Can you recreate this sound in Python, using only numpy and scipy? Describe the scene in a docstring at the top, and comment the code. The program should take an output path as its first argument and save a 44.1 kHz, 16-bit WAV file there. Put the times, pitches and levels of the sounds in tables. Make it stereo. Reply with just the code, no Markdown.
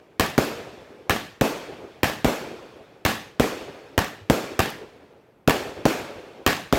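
"""A firework cake fires shot after shot, outdoors at night.
Each lift charge leaves its tube with a sharp bang and a hollow knock; the shell bursts overhead with
a deeper report. Both are a pressure swing with a crack of noise on its front and a thump of gas below.
Walls and ground slap each blast back, the surroundings scatter it, and it rolls away into the distance.
Underneath lies a bed of quiet night air, with one far thud and one thin snap."""
import sys
import numpy as np
from scipy import signal
from scipy.fft import rfft, irfft, next_fast_len
from scipy.io import wavfile
from scipy.ndimage import uniform_filter1d

SR = 44100
rng = np.random.default_rng(int(sys.argv[2]) if len(sys.argv) > 2 else 0)


def generate_wav(sig):
    """Save sig (samples, or channels by samples) to the path in sys.argv[1] as 16-bit PCM at SR."""
    pcm = np.round(np.clip(np.atleast_2d(sig).T, -1, 1) * 32767).astype(np.int16)
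    wavfile.write(sys.argv[1], SR, pcm)


N = 298998


def amp(db):
    """Decibels to gain."""
    return 10 ** (np.asarray(db) / 20)


def pan(db):
    """Channel gains for a left-minus-right level difference."""
    return amp([[db / 2], [-db / 2]])


def curve(points, hz):
    """A table joined by straight lines on a log-frequency axis."""
    f, value = np.transpose(points)
    return np.interp(np.log(hz + 1), np.log(f + 1), value)


def add(mix, s, sound):
    """Mixes a stereo sound in at time s."""
    start = round(s * SR)
    sound = sound[:, max(-start, 0):]
    part = mix[:, max(start, 0):][:, :sound.shape[1]]
    part += sound[:, :part.shape[1]]


# Stereo image of diffuse sound, mono in the bass and wide on top: f/Hz, coherence
COHERENCE = [(60, 1), (130, 0.78), (290, 0.85), (640, 0.22), (1400, -0.25), (3000, 0.03), (16000, 0.032)]

def noise(spectrum, size, treble_db=0, ring=()):
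    """Diffuse stereo noise with resonant peaks, set to unit level ahead of a treble shelf."""
    hz = np.fft.rfftfreq(size, 1 / SR)
    left, unrelated = rfft(rng.standard_normal((2, size)))
    alike = np.clip(curve(COHERENCE, hz), -1, 1)
    right = alike * left + np.sqrt(1 - alike ** 2) * unrelated
    peaks_db = sum(db / (1 + (2 * (hz - centre) / width) ** 2) for centre, width, db in ring)
    colour = amp(curve(spectrum, hz) + peaks_db)
    colour /= np.sqrt(np.mean(colour ** 2))
    shelf = amp(treble_db * hz ** 2 / (hz ** 2 + 1400 ** 2))
    return irfft(np.array([left, right]) * colour * shelf, size)


def die_away(x, decay, hold_s, rise_s, patchy_db=1.66):
    """Reverb envelope: echoes build up and hold, then each band fades unevenly at its own speed."""
    hz, t, bands = signal.stft(x, SR, nperseg=256)
    patches = uniform_filter1d(rng.standard_normal(bands.shape[1:]), size=9, axis=1)
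    patches = uniform_filter1d(patches, size=2, axis=0)
    fall_db = 60 * np.maximum(t - hold_s, 0) / curve(decay, hz)[:, None]
    faded = signal.istft(bands * amp(patchy_db * patches / patches.std() - fall_db), SR, nperseg=256)[1]
    attack = 1 - np.exp(-(np.arange(x.shape[1]) / SR / rise_s) ** 2)
    return faded[:, :x.shape[1]] * attack


def clumps(size, per_s, depth_db):
    """A random gain: echoes arrive in clumps."""
    knots = np.arange(size) / SR * per_s
    return amp(depth_db * np.interp(knots, np.arange(1024), rng.standard_normal(1024)))


# Dark tone of the ambience bed: f/Hz, level/dB
NIGHT_TONE = [(20, -14), (60, -7.5), (130, 0), (400, -3), (700, -6.5), (1100, -10.5), (2400, -23),
              (3500, -36), (9300, -38.5), (12500, -33), (16000, -41.5)]

def night_air():
    """A faint, steady bed of low noise."""
    return amp(-58.5) * noise(NIGHT_TONE, N)


def thump(db, hz, fade_s, pan_db=0, skew_rad=0, size=8192):
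    """The push of expanding gas: a fast-dying bass swing, with a random phase skew between channels."""
    t = np.arange(size) / SR
    phase = skew_rad * rng.uniform(-1.2, 1) * np.array([[1], [-1]])
    envelope = t / fade_s * np.exp(1 - t / fade_s)
    return amp(db) * np.sin(2 * np.pi * hz * t + phase) * envelope * pan(pan_db)


def small_pops(size=4096):
    """A soft, far thud and one thin snap between the shots."""
    out, t = np.zeros((2, N)), np.arange(size) / SR
    add(out, 4.208, thump(-41.5, hz=100, fade_s=.014))
    snap = np.diff(rng.standard_normal((2, size + 1))) * np.exp(-t / .00064)  # all treble
    add(out, 4.7035, amp(-28) * snap)
    return out


# Tone of the distant echoes: f/Hz, level/dB
ROLL_TONE = [(25, -23.5), (90, -9), (190, -8.5), (430, 1.5), (680, -4.5), (1100, -10), (2500, -14),
             (5000, -23), (9300, -37.5), (12500, -40), (16000, -44)]
# Length of their tail: f/Hz, T60/s
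ROLL_T60 = [(60, 2), (450, 2.22), (1500, 2.26), (5000, 1.83), (14000, 2.46)]

def roll(db, hold_s, rise_s, treble_db=0, size=81920):
    """Distant houses and trees return a long rumble that comes in swells, under a smooth hiss."""
    tail = amp(db) * die_away(noise(ROLL_TONE, size, treble_db), ROLL_T60, hold_s, rise_s)
    rumble = signal.sosfiltfilt(signal.butter(2, 900, fs=SR, output="sos"), tail)
    hiss = tail - rumble
    return hiss + rumble * clumps(size, per_s=36, depth_db=3.5)


def far_echo(db, fade_s=.009, size=8192):
    """A report comes back from a distant wall, dull and smeared."""
    t = np.arange(size) / SR
    return amp(db) * noise(ROLL_TONE, size, treble_db=-10.5) * t / fade_s * np.exp(1 - t / fade_s)


def near_surface(x, spacing_hz=985, depth_db=1.34):
    """Sound from above glances off a surface near the microphone: a light comb filter in the mids."""
    hz = np.fft.rfftfreq(x.shape[1], 1 / SR)
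    mids = hz ** 2 / (hz ** 2 + 1000 ** 2) / (1 + (hz / 7000) ** 4)
    comb_db = -depth_db * np.cos(2 * np.pi * hz / spacing_hz) * mids
    return irfft(rfft(x) * amp(comb_db), x.shape[1])


# Tone of the crack on a blast's front: f/Hz, level/dB
CRACK_TONE = [(100, -16), (500, 3.5), (1200, 2), (2300, -1), (4000, -9.5), (7000, -13.5), (9800, -22),
              (12500, -17), (16000, -18.5)]

def blast(swing_db, hz, crack_db, fade_s, pan_db=0, ring=(), size=6144):
    """One pressure swing for body, its pitch and size varying by chance, and a ragged crack for attack."""
    pitch, left, right = np.exp(.058 * rng.standard_normal(3))
    t = np.arange(size) / SR - np.array([[.0003], [0]])  # reaches the right channel first
    phase = np.pi * (hz * pitch * t - .5)
    swing = (1 - 2 * phase ** 2) * np.exp(-phase ** 2) * [[left], [right]] * pan(pan_db)
    crack = noise(CRACK_TONE, size, ring=ring) * np.exp(-np.maximum(t, 0) / fade_s)
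    return (amp(swing_db) * swing + amp(crack_db) * crack) * (t > 0)


# Slapback of a launch off the walls, nearest first: t/s, level/dB
WALL_SLAPS = [(0.0104, -5.5), (0.0116, -9), (.04, -18.5), (.066, -15), (.1025, -22.5)]

def lift_bang(swing_db, ground_lag_s=.0022, size=12288):
    """A lift charge: a bright direct blast, a duller ground bounce, then a thin slap from each wall."""
    out = np.zeros((2, size))
    bite, snap = [(1440, 1200, 1.3)], [(12500, 9000, 4.9)]  # f/Hz, width/Hz, boost/dB
    add(out, 0, blast(swing_db - 9, hz=346, crack_db=-4.5, fade_s=.0017, ring=bite + snap))
    bounce = blast(swing_db - 19, hz=180, crack_db=-13.5, fade_s=.005, pan_db=-4.5, ring=bite)
    add(out, ground_lag_s, bounce)
    for delay, db in WALL_SLAPS:
        add(out, delay, -amp(db) * blast(-13.5, hz=685, crack_db=-5, fade_s=.0028, ring=bite))
    return out


# Resonances of the launch tubes and their casing: f/Hz, width/Hz, level/dB
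TUBE_MODES = [(784, 180, 4.5), (1140, 41, 4.5), (1565, 70, 1.5), (1700, 96, 5.5), (1823, 75, 5.5),
              (2715, 54, 2.5), (3080, 46, -1.5)]

def tube_knock(db, fade_s=.0079, size=4096):
    """The tubes give a short hollow knock, heard once directly and once off the nearest wall."""
    t = np.arange(size) / SR
    hz, _, mode_db = np.transpose(TUBE_MODES)[:, :, None]
    knock = np.zeros((2, size))
    for delay in (0, WALL_SLAPS[0][0]):
        phase = rng.uniform(0, 2 * np.pi, (2, len(hz), 1))
        modes = amp(mode_db) * np.sin(2 * np.pi * hz * t + phase)
        add(knock, delay, modes.sum(1) * np.exp(-t / fade_s))
    return amp(db) * knock


# Launch cues, as trims on a typical shot: t/s, level/dB, swing/dB, thump/dB, fresh-echo treble/dB
LAUNCH_CUES = [(0.1969, 1, 0, 4, 2.5), (1.096, -.5, -8, 5.5, 4), (2.0319, 0, 3, 3.5, 4),
               (3.0508, 0.5, -5, 7, 5.9), (3.9783, 0, 1.5, 10.5, -2), (4.592, 0.1, -2.5, 8, 2.7),
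               (5.4958, -2.5, -6, -5, -5), (6.464, 2.5, 0, 2.5, 3.4)]
# Tone of a launch's scattered echoes: f/Hz, level/dB
LAUNCH_ECHO_TONE = [(20, -16.5), (55, -11.5), (120, -1), (270, 5.5), (500, 0.5), (900, -2.5), (1900, -3.5),
                    (3200, -7.5), (7000, -18), (9700, -24), (12500, -20), (16000, -27)]
# Length of their tail: f/Hz, T60/s
LAUNCH_T60 = [(50, 0.67), (250, 0.29), (1000, 0.47), (3000, 0.5), (7000, 0.46), (14000, 0.38)]

def launches(shared=.55, size=32768):
    """Lift charges bang, knock and thump from one spot, so they share much of their echo pattern."""
    out = np.zeros((2, N))
    pattern = noise(LAUNCH_ECHO_TONE, size, ring=TUBE_MODES)
    for s, db, swing_db, thump_db, treble_db in LAUNCH_CUES:
        fresh = noise(LAUNCH_ECHO_TONE, size, treble_db, TUBE_MODES)
        echoes = np.sqrt(shared) * pattern + np.sqrt(1 - shared) * fresh
        echoes = die_away(echoes, LAUNCH_T60, hold_s=.029, rise_s=.009)
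        echoes *= clumps(size, per_s=860, depth_db=.5)
        add(out, s, amp(db) * lift_bang(swing_db))
        add(out, s, tube_knock(db - 28.5))
        add(out, s + .00072, thump(thump_db - 23, hz=94, fade_s=.0039, pan_db=4, skew_rad=.7))
        add(out, s, amp(db - 21.5) * echoes * pan(.4))
        add(out, s, roll(-53, hold_s=.19, rise_s=.06, treble_db=2))
    return out


def report(ground_lag_s=.007, wall_lag_s=.0095, size=8192):
    """A shell's deep blast, its sharper, inverted ground reflection, and a dull boom off a near wall."""
    out = np.zeros((2, size))
    add(out, 0, blast(-6, hz=212, crack_db=-8.5, fade_s=.003, pan_db=-4.5))
    add(out, ground_lag_s, -blast(-.6, hz=460, crack_db=-26.5, fade_s=.003, pan_db=-4.5))
    add(out, wall_lag_s, -blast(-17.5, hz=145, crack_db=-20, fade_s=.003))
    return out


# Burst cues, as trims on a typical shell: t/s, report level/dB, thump level/dB
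BURST_CUES = [(0.3793, 1.5, 4), (1.411, -0.5, -15), (2.2456, -1.5, 19), (3.397, 0, 15), (4.299, 2, 14),
              (5.4762, 1, -15), (5.8539, 0.5, -15), (6.726, -1.3, 19)]
# Tone of a burst's scattered echoes: f/Hz, level/dB
BURST_ECHO_TONE = [(20, -14), (55, -21.5), (110, -9), (270, 2.5), (520, 0), (1000, -5.5), (2300, -12.5),
                   (3500, -18.5), (7000, -23.5), (9700, -31.5), (12500, -26), (16000, -34.5)]
# Length of their tail: f/Hz, T60/s
BURST_T60 = [(50, 0.19), (250, 0.44), (1000, 0.58), (3000, 0.71), (7000, 0.63), (14000, 0.48)]
# Delay taps from distant walls: t/s, level/dB
FAR_TAPS = [(.13, -30.5), (.195, -33), (.295, -37.5), (.42, -49), (.505, -46)]

def bursts(size=36864):
    """Shells burst high up: a report and a low thump, then wide scatter, far echoes and a long roll."""
    direct, diffuse = np.zeros((2, 2, N))
    for s, report_db, thump_db in BURST_CUES:
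        echoes = noise(BURST_ECHO_TONE, size, treble_db=3)
        echoes = die_away(echoes, BURST_T60, hold_s=.037, rise_s=.0071)
        echoes *= clumps(size, per_s=120, depth_db=-.3)
        add(direct, s, amp(report_db) * report())
        add(direct, s + .012, thump(thump_db - 38, hz=55.7, fade_s=.004, pan_db=-5.5, skew_rad=.5))
        add(diffuse, s, amp(-21.5) * echoes * pan(.68))
        add(diffuse, s, roll(-37, hold_s=.2, rise_s=.13))
        jitter = rng.standard_normal((len(FAR_TAPS), 2))  # each shell bursts at another spot
        for (delay, db), (shift, trim_db) in zip(FAR_TAPS, jitter):
            add(diffuse, s + delay + .012 * shift, far_echo(db + trim_db))
    add(diffuse, -.62, roll(-40, hold_s=.18, rise_s=.1))  # open on the tail of an earlier burst
    return direct + near_surface(diffuse)


def scene():
    """The cake's launches and bursts over the quiet night air."""
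    return launches() + bursts() + small_pops() + night_air()


# Stereo colour of the two microphone ports: f/Hz, left-minus-right level/dB
PORT_BALANCE = [(150, 1), (260, -1.5), (550, 2), (1000, 0), (2200, 2), (4500, 0), (6500, 1.5), (8700, 6.5),
                (12000, -3), (16000, 1)]

def record(dry, low_cut_hz=35, ceiling=.95, high_cut_hz=16100):
    """Two small ports colour the sound and lose the deepest bass; a soft clip and a high cut follow."""
    size = next_fast_len(N + 4096)
    balance_db = curve(PORT_BALANCE, np.fft.rfftfreq(size, 1 / SR))
    coloured = irfft(rfft(dry, size) * amp(np.outer([.5, -.5], balance_db)), size)[:, :N]
    lean = signal.sosfilt(signal.butter(3, low_cut_hz, "highpass", fs=SR, output="sos"), coloured)
    rounded = lean / (1 + (abs(lean) / ceiling) ** 4) ** (1 / 4)
    high_cut = signal.firwin(255, high_cut_hz, window=("kaiser", 9), fs=SR)
    return signal.oaconvolve(rounded, high_cut[None], "same")


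dry = scene()
out = record(dry)
generate_wav(out)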